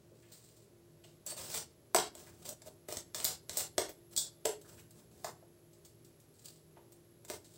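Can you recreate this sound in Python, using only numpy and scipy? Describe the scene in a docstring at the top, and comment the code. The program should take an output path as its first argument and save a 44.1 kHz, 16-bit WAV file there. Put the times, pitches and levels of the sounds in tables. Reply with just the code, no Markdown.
"""Tongs and fried plantain on a plate

Steel tongs push oily slices about a ceramic plate on a cloth-covered kitchen table. The soft slices
bump and squish. The tips squeak, knock, scrape and tap on the plate; knocks and scrapes set the plate
and the arms of the tongs ringing. A fan hums faintly beside a thin, high hiss. The small room echoes,
and a noise suppressor turns down faint sounds, which shortens their tails."""
import sys
import numpy as np
from scipy import signal
from scipy.fft import rfft, irfft
from scipy.io import wavfile
from scipy.ndimage import uniform_filter1d

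SR = 44100
rng = np.random.default_rng(int(sys.argv[2]) if len(sys.argv) > 2 else 0)


def materialize(psi):
    """Save the field psi as 16-bit PCM at rate SR to the path in sys.argv[1].

    A 1-D psi becomes a single channel; in a 2-D psi each row is a channel.
    """
    bounded = np.clip(np.atleast_2d(psi).T, -1, 1)
    quanta = np.round(bounded * 32767).astype(np.int16)
    wavfile.write(sys.argv[1], SR, quanta)


N = 333837

# the plate's tones, damped by the cloth: (pitch [Hz], relative level [dB], time to fade 60 dB [s])
PLATE_TONES = [(305, -9, 0.083), (388, -2, 0.039), (428, -1, 0.07), (550, -10, 0.046), (603, -1, 0.062),
               (687, -2, 0.09), (724, -5, 0.06), (911, -4, 0.05), (985, -6, 0.06), (1210, -12, 0.035),
               (1426, -7.5, 0.047), (1595, -8.5, .06), (1822, -5, 0.037), (2119, -3, 0.039),
               (2360, -14.5, 0.039), (2782, -5, 0.042)]
# the tong arms' tones, damped by the hand: (pitch [Hz], relative level [dB], time to fade 60 dB [s])
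ARM_TONES = [(3447, -2, 0.12), (4152, -4.5, 0.12), (4587, 0, 0.12), (4885, 1, 0.12), (5190, 5, 0.15),
             (6058, 2, 0.1), (7873, 8, 0.15), (8355, 7.5, .15), (8759, 5, 0.16), (5360, -12, 0.085),
             (6200, -13.5, 0.068), (6970, 1, .1), (7240, 6, 0.14), (7400, 9, 0.15), (8080, 2, .1),
             (8920, -6.5, 0.11), (13700, -11, 0.12), (14620, -10.5, .12), (15300, -13.5, .1),
             (15570, -16, .1)]
# a spectrum that favours no pitch: (frequency [Hz], level [dB])
FLAT_SPECTRUM = [(1, 0)]


def amp(db):
    """Turns decibels into a gain."""
    return 10 ** (np.asarray(db) / 20)


def unit_power(x):
    """Scales a sound to an average power of one."""
    return x / np.sqrt(np.mean(x ** 2) + 1e-20)


def unit_energy(x):
    """Scales a sound to a total energy of one."""
    return x / np.sqrt(np.sum(x ** 2) + 1e-20)


def look_up(points, hz):
    """Reads between a table's rows along straight lines over log frequency."""
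    frequencies, values = np.transpose(points)
    return np.interp(np.log(hz + 1), np.log(frequencies), values)


def add(mix, start, sound):
    """Mixes a sound in at a start time in seconds."""
    part = mix[round(start * SR):][:len(sound)]
    part += sound[:len(part)]


def convolve(x, response):
    """Lets every sample of x set off the response, keeping the length of x."""
    return signal.oaconvolve(x, response)[:len(x)]


def colour(x, spectrum, tilt_db=0, middle_hz=6000, hump_db=0, size=4096):
    """Filters x by a spectrum, tilted and rounded off on both sides of a middle frequency."""
    hz = abs(np.fft.fftfreq(size, 1 / SR))
    octaves = np.log2((hz + 20) / middle_hz)
    db = look_up(spectrum, hz) + tilt_db * np.maximum(octaves, -1)
    db -= hump_db * np.clip(octaves, -3, 2) ** 2
    # minimum phase: the filter never sounds before it is struck
    gains = np.exp(np.conj(signal.hilbert(np.log(amp(db)))))
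    return convolve(x, np.fft.ifft(gains).real[:size // 2])


def ringing(tones, t):
    """A struck object rings as fading sine waves, each with a random phase."""
    waves = (amp(db - 60 * t / fade_s) / np.sqrt(fade_s) * np.sin(2 * np.pi * (hz * t + rng.random()))
             for hz, db, fade_s in tones)
    return unit_energy(sum(waves))


def rattle(t, decay_s):
    """A contact is a quickly dying run of tiny impacts."""
    return rng.choice([-1., 1.], len(t)) * np.exp(-t / decay_s)


def drift(rate_hz=6):
    """A slow, random wobble."""
    hz = np.fft.rfftfreq(N, 1 / SR)
    return unit_power(irfft(rfft(rng.standard_normal(N)) * np.exp(-hz / rate_hz), N))


def fan(rush_db=-61.5, hum_db=-1, waver=0.32):
    """A fan hums in a few wavering tones over a rush of air."""
    # the hum: (pitch [Hz], relative level [dB])
    hum_tones = [(113.0, -72.5), (156.1, -71.5), (344.5, -67.5), (398.4, -73), (570.6, -76), (629.8, -74.5)]
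    # the rushing air: (frequency [Hz], relative level [dB])
    air_spectrum = [(25, -11), (60, -8), (110, 0), (165, -4), (220, -6), (290, -6.5), (345, -5), (450, -4),
                    (640, -9.5), (900, -13), (2500, -18.5), (8200, -19), (9700, -24), (13000, -28.5),
                    (16000, -18.5)]
    hum, t = np.zeros(N), np.arange(N) / SR
    for hz, db in hum_tones:
        strength = np.sqrt(2) * amp(db) * (1 + waver * drift())
        hum += strength * np.sin(2 * np.pi * hz * t + 0.61 * drift())
    rush = unit_power(colour(rng.standard_normal(N), air_spectrum))
    return amp(rush_db) * rush + amp(hum_db) * hum


def high_hiss(gain_db=-2, middle_hz=11200, width_hz=450, flutter_depth=0.39, flutter_hz=148):
    """A narrow band of high noise flutters as it slowly swells and eases."""
    # the swell of the hiss: (time [s], relative level [dB])
    swell = [(0, -73), (.8, -70), (2.8, -66), (4, -62.5), (5, -64.5), (5.7, -66.5), (7.5, -66)]
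    t, hz = np.arange(N) / SR, np.fft.rfftfreq(N, 1 / SR)
    band = 1 / (1 + (abs(hz - middle_hz) / width_hz) ** 3)
    hiss = unit_power(irfft(rfft(rng.standard_normal(N)) * band, N))
    flutter = 1 + flutter_depth * np.sin(2 * np.pi * flutter_hz * t)
    return hiss * amp(gain_db + np.interp(t, *np.transpose(swell))) * flutter


def soft_contacts(contacts, spectrum, gain_db, hump_db, spread_db):
    """Clumps of tiny pops: oily slices stick, tear loose or settle, or a tip taps lightly."""
    out, t = np.zeros(N), np.arange(SR // 3) / SR
    for start, db, middle_hz, decay_s in contacts:
        pops = rattle(t, decay_s) * amp(spread_db * np.minimum(rng.exponential(1, len(t)), 5))
        pops = unit_energy(colour(pops, spectrum, 0, middle_hz, hump_db))
        length_gain = np.sqrt(1 + decay_s / 0.014)  # longer clumps carry more energy
        add(out, start, amp(db + gain_db) * length_gain * pops)
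    return out


def slice_bumps():
    """Soft slices land on the plate with dull bumps."""
    # the landings: (time [s], relative level [dB], middle frequency [Hz], decay time [s])
    landings = [(.118, -51.5, 420, 0.0033), (.225, -61.5, 2010, 0.087), (1.045, -60, 656, 0.034),
                (2.27, -55, 1410, 0.024), (4.78, -55.5, 1840, 0.018), (5.245, -37.5, 860, 0.0031),
                (5.268, -44.5, 840, 0.018), (5.425, -53, 640, 0.015), (6.762, -60.5, 2310, 0.013),
                (6.768, -50, 700, 0.017)]
    # a soft bump: (frequency [Hz], relative level [dB])
    bump_spectrum = [(150, -11), (500, 2.5), (900, -1), (1200, -4.5), (3000, 0.5), (9000, -17)]
    return soft_contacts(landings, bump_spectrum, gain_db=21.5, hump_db=8.5, spread_db=3.5)


def small_ticks(ticks_per_s=69, tick_s=0.0076, tick_hz=6200, edge_db=-6, spread_db=2):
    """Small ticks: sticky ones in the slices, and a few light taps of the tips on the plate."""
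    # sticky ticks, and light taps on the plate at 5.849, 6.4573 and 6.4838 s:
    # (time [s], relative level [dB], middle frequency [Hz], decay time [s])
    ticks_and_taps = [(.3215, -49.5, 8450, 0.0057), (.33, -53, 7240, 0.062), (.488, -55, 6000, .003),
                      (.567, -55, 7000, 0.012), (1.039, -55.5, 4500, 0.051), (4.614, -52, 7000, 0.011),
                      (4.908, -51.5, 6760, 0.0062), (5.732, -56, 6060, 0.01), (5.849, -50.5, 6900, 0.018),
                      (6.047, -52.5, 7000, .008), (6.201, -54.5, 7200, 0.0042), (6.446, -53, 8000, 0.0065),
                      (6.4573, -47.5, 5000, 0.005), (6.4838, -49.5, 5000, 0.0025),
                      (6.9213, -51, 9100, 0.009), (7.4446, -52.5, 5000, 0.026)]
    # squeezed slices tick in uneven runs: (start [s], length [s], relative level halfway [dB])
    grips = [(0.151, .5, -59.5), (6.334, 0.24, -56), (7.48, 0.18, -56.5)]
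    # a small tick: (frequency [Hz], relative level [dB])
    tick_spectrum = [(300, -4), (2600, -8), (4300, 0.5), (6000, -5), (8100, 3.5), (10000, -9.5),
                     (13000, -9), (15500, 1.5)]
    ticks = list(ticks_and_taps)
    for start, length, db in grips:
        count = max(round(length * ticks_per_s), 1)
        places = (np.arange(count) + rng.random(count)) / count
        arch_db = edge_db * (2 * places - 1) ** 2  # strongest halfway through
        levels = db + arch_db + spread_db * rng.standard_normal(count)
        ticks += [(start + length * u, level, tick_hz, tick_s) for u, level in zip(places, levels)]
    return soft_contacts(ticks, tick_spectrum, gain_db=23.5, hump_db=2.5, spread_db=0)


def tip_squeaks():
    """A tip catches and chatters around one pitch."""
    # squeaks and groans: (start [s], length [s], pitch [Hz], bandwidth [Hz], level [dB])
    catches = [(1.036, 0.017, 2930, 250, -58), (1.265, 0.0136, 7850, 455, -42.5),
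               (1.298, 0.017, 8550, 500, -44.5), (1.263, 0.073, 4500, 131, -55),
               (1.368, 0.15, 5120, 80, -65), (2.472, 0.064, 602, 46, -56.5), (2.658, 0.031, 617, 37, -54.5),
               (4.646, 0.024, 1480, 90, -58.5), (5.241, 0.0127, 5030, 120, -51)]
    out = np.zeros(N)
    for start, length, hz, width_hz, db in catches:
        t = np.arange(round(length * SR)) / SR
        ring = np.exp(-np.pi * width_hz * t) * np.sin(2 * np.pi * hz * t)
        chatter = unit_power(convolve(rng.standard_normal(SR)[:len(t)], ring))
        add(out, start, amp(db) * chatter * signal.windows.tukey(len(t), .2))
    return out


def plate_tones_near(thud_hz, boost_db=8, width_octaves=0.058):
    """The spot where a tip lands favours the plate's tones near one pitch."""
    return [(hz, db + boost_db * np.exp(-(np.log2(hz / thud_hz) / width_octaves) ** 2), fade_s)
            for hz, db, fade_s in PLATE_TONES]


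def tong_knocks(gain_db=23, click_s=0.00078, settle_s=0.0025, shimmer_s=0.012, thud_s=0.0018):
    """Each knock cracks in the steel, rings the arms and thuds in the plate."""
    # the knocks: (time [s], relative steel level [dB], relative plate level [dB], middle of the
    # thud [Hz], treble tilt [dB per octave], arm ring relative to the crack [dB])
    knocks = [(1.264, -39.5, -55, 600, 6, -20), (1.321, -53, -48, 585, 8, -11),
              (1.577, -38, -70, 600, -2, -25), (1.9468, -24, -20.5, 713, -1, -28),
              (1.9617, -26.5, -31.5, 910, -4, -22), (1.986, -33, -52, 800, -14, -10),
              (2.152, -46, -51, 600, 1, -25), (2.491, -38, -55, 600, 3, -23),
              (2.619, -52, -54.5, 910, -2, 1.5), (2.661, -56.5, -61, 590, 6, 1),
              (2.8864, -48, -41, 593, 11, -15), (2.9247, -40, -43.5, 610, 0, -23),
              (2.970, -36, -48, 867, -3, -18), (3.1464, -39, -46, 1180, -2, 1.5),
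              (3.201, -40.5, -47, 800, -5, -15), (3.2447, -25.5, -44, 1100, 7, -28),
              (3.25, -28.5, -52.5, 1120, -0.5, -4), (3.4948, -37.5, -48, 800, -5.5, -29),
              (3.571, -31, -42.5, 590, 5.5, 5), (3.7805, -27.5, -26, 395, -3.5, -32),
              (3.893, -49.5, -48, 593, 7.5, 5), (4.164, -37, -76, 870, -1, 6),
              (4.176, -33.5, -51.5, 870, -1, 8.5), (4.4526, -41, -30, 438, 6, -8),
              (4.4552, -29.5, -26.5, 437, 1, -13), (5.2448, -44.5, -43, 754, -1.5, 2),
              (7.249, -53, -56, 1020, 2, 4.5), (7.3002, -40.5, -38, 480, 0, -6)]
    # the crack of a steel tip: (frequency [Hz], relative level [dB])
    crack_spectrum = [(200, -10.5), (1000, -25), (2600, -19), (3400, -8), (5500, -3.5), (6700, -3.5),
                      (8100, 2), (9000, -6.5), (10000, -10.5), (12300, -11.5), (14000, -8), (15600, -13)]
    # the thin arms' many crowded tones: (frequency [Hz], relative level [dB])
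    shimmer_spectrum = [(1000, -32), (2750, -42.5), (3400, 3), (5200, 2), (6000, 2), (7700, 10), (8700, 0),
                        (10000, -6), (12300, -24), (13500, 0), (15600, -1)]
    # the plate's thud: (frequency [Hz], relative level [dB])
    thud_spectrum = [(40, -42), (90, -25), (230, -28), (320, -2.5), (700, -14), (1150, -6.5), (2200, 2),
                     (3500, -6.5), (8000, -29.5), (16000, -27)]
    out, t = np.zeros(N), np.arange(SR // 3) / SR
    for start, steel_db, plate_db, thud_hz, tilt_db, ring_db in knocks:
        # one hard click, then the tip rattles as it settles
        contact = 0.4 * unit_energy(rattle(t, click_s)) + unit_energy(rattle(t, settle_s))
        crack = unit_energy(colour(contact, crack_spectrum))
        arms = amp(-10) * ringing(ARM_TONES, t)
        arms += amp(-3) * unit_energy(colour(rattle(t, shimmer_s), shimmer_spectrum))
        steel = unit_energy(colour(crack + amp(ring_db) * arms, FLAT_SPECTRUM, tilt_db))
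        steel *= np.hypot(1, amp(ring_db))  # ringing arms add energy
        thud = unit_energy(colour(rattle(t, thud_s), thud_spectrum))
        plate = thud + amp(3) * ringing(plate_tones_near(thud_hz), t)
        plate = unit_energy(colour(plate, FLAT_SPECTRUM, middle_hz=thud_hz, hump_db=3))
        add(out, start, amp(steel_db) * steel + amp(plate_db) * plate)
    return amp(gain_db) * out


def stroke_friction(bite_s=0.0027, lift_s=0.0073):
    """Friction over time: a tip bites into the glaze, swells or eases as it slides, and lifts off."""
    # the strokes: (start [s], length [s], friction halfway [dB], swell from start to end [dB])
    strokes = [(1.274, 0.04, -47.5, 7), (1.365, 0.18, -46.5, -7), (1.493, 0.048, -48, 4),
               (1.541, 0.03, -35.5, 0), (1.58, 0.047, -63, 2), (2.165, .15, -55, -7.5),
               (2.324, 0.14, -57, 8), (2.452, 0.033, -45, 6), (2.64, 0.049, -54.5, 4),
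               (2.883, 0.097, -48, -14), (3.145, 0.076, -43.5, -4), (3.225, 0.097, -43.5, -5),
               (3.497, 0.1, -48, 9.5), (3.555, 0.054, -38.5, 6.5), (4.108, 0.027, -53, 8),
               (4.653, 0.059, -54, 7), (4.711, 0.098, -55.5, 6), (4.95, 0.051, -56.5, 7.5),
               (5.11, 0.2, -58.5, 4), (7.28, 0.093, -51, -5.5)]
    out, t = np.zeros(N), np.arange(SR // 2) / SR
    for start, length, db, swell_db in strokes:
        bite = np.minimum(t / bite_s, 1)
        slide = amp(db + swell_db * (np.minimum(t / length, 1) - .5))
        lift = np.exp(-np.maximum(t - length, 0) / lift_s)
        add(out, start, bite * slide * lift)
    return out


def tip_scrapes(slips_per_s=900, spread_db=4, slip_s=0.0048, usual_friction_db=-40):
    """Tips stick and slip: the glaze hisses, the arms and plate ring, and the table rumbles."""
    # the scraped glaze: (frequency [Hz], relative level [dB])
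    glaze_spectrum = [(100, -53.5), (500, 4), (1000, -8.5), (2600, -8), (3400, -5), (5200, -3),
                      (6700, -3.5), (8100, 1.5), (9000, -4.5), (10000, -7.5), (12300, -12.5), (14000, -8.5),
                      (15500, -2)]
    # the table under the dragged plate: (frequency [Hz], relative level [dB])
    table_spectrum = [(35, -40), (70, -6), (115, 2), (165, 1), (240, -9), (330, -8), (1000, -48)]
    t, friction = np.arange(SR // 3) / SR, stroke_friction()
    # each slip is a short rattle, on top of a little even noise
    slip_starts = rng.random(N) < slips_per_s / SR
    sizes = slip_starts * amp(spread_db * np.minimum(rng.exponential(1, N), 4))
    roughness = 0.18 + unit_power(convolve(sizes, np.exp(-t / slip_s)))
    slips = unit_power(roughness * rng.standard_normal(N))
    glaze = unit_power(colour(slips, glaze_spectrum)) * friction
    arms = convolve(slips * friction, ringing(ARM_TONES, t))
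    # plate and table grow more slowly with friction than the hiss does
    load = friction / amp(usual_friction_db)
    plate_ring = unit_energy(colour(ringing(PLATE_TONES, t), FLAT_SPECTRUM, middle_hz=700, hump_db=6))
    plate = amp(usual_friction_db) * convolve(slips * load ** 0.44, plate_ring)
    table = load ** 0.11 * unit_power(colour(rng.standard_normal(N), table_spectrum))
    return amp(-2) * glaze + amp(-19) * arms + amp(-21) * plate + amp(-63) * table


def kitchen(x, tail_db=-1, build_s=0.0021, wall_s=0.036, wall_db=-15):
    """The room adds one wall echo and a dense tail of echoes that dies away band by band."""
    # the room's echo tail: (frequency [Hz], time to fade 60 dB [s])
    fade_times = [(150, 0.58), (500, 0.24), (1500, 0.37), (4000, 0.36), (8000, 0.26), (15000, 0.19)]
    size = SR // 2
    echoes = rng.choice([-1., 1.], size) * (rng.random(size) < 1 / 8)
    hz, t, bands = signal.stft(echoes, SR, nperseg=256)
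    bands *= amp(-60 * t / look_up(fade_times, hz)[:, None])
    tail = signal.istft(bands, SR, nperseg=256)[1][:size]
    # even out the tail's spectrum, so that no broad band of echoes stands out by chance
    spectrum = rfft(tail, 2 * size)
    broad_power = uniform_filter1d(abs(spectrum) ** 2, size=70)
    tail = irfft(spectrum / np.sqrt(broad_power + 1e-12))[:size]
    build_up = 1 - np.exp(-np.arange(size) / SR / build_s)
    response = amp(tail_db) * unit_energy(tail * build_up)
    response[0] += 1  # the direct sound
    add(response, wall_s, amp([wall_db]))
    return convolve(x, response)


def scene():
    """Tongs, plate and food sound in the kitchen over the fan and the hiss."""
    background = fan() + high_hiss()
    tongs = tong_knocks() + tip_scrapes() + tip_squeaks()
    small_sounds = slice_bumps() + small_ticks()
    return (kitchen(tongs + small_sounds) + background)[None]


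def record(dry, threshold_db=-48, max_cut_db=8, slope=1.1, bass_hz=450, bottom_hz=40, top_hz=15850):
    """A noise suppressor turns down all but the bass when faint; filters trim both ends of the range."""
    bass = signal.sosfiltfilt(signal.butter(2, bass_hz, fs=SR, output="sos"), dry)
    upper = dry - bass
    upper_db = 10 * np.log10(abs(uniform_filter1d(upper ** 2, size=700)) + 1e-12)
    gain_db = np.clip(slope * (upper_db - threshold_db), -max_cut_db, 0)
    out = bass + upper * amp(gain_db)
    out = signal.sosfilt(signal.butter(3, bottom_hz, "highpass", fs=SR, output="sos"), out)
    treble_cut = signal.firwin(401, top_hz, window=("kaiser", 5), fs=SR)
    return signal.oaconvolve(out, treble_cut[None], "same")


dry = scene()
out = record(dry)
materialize(out)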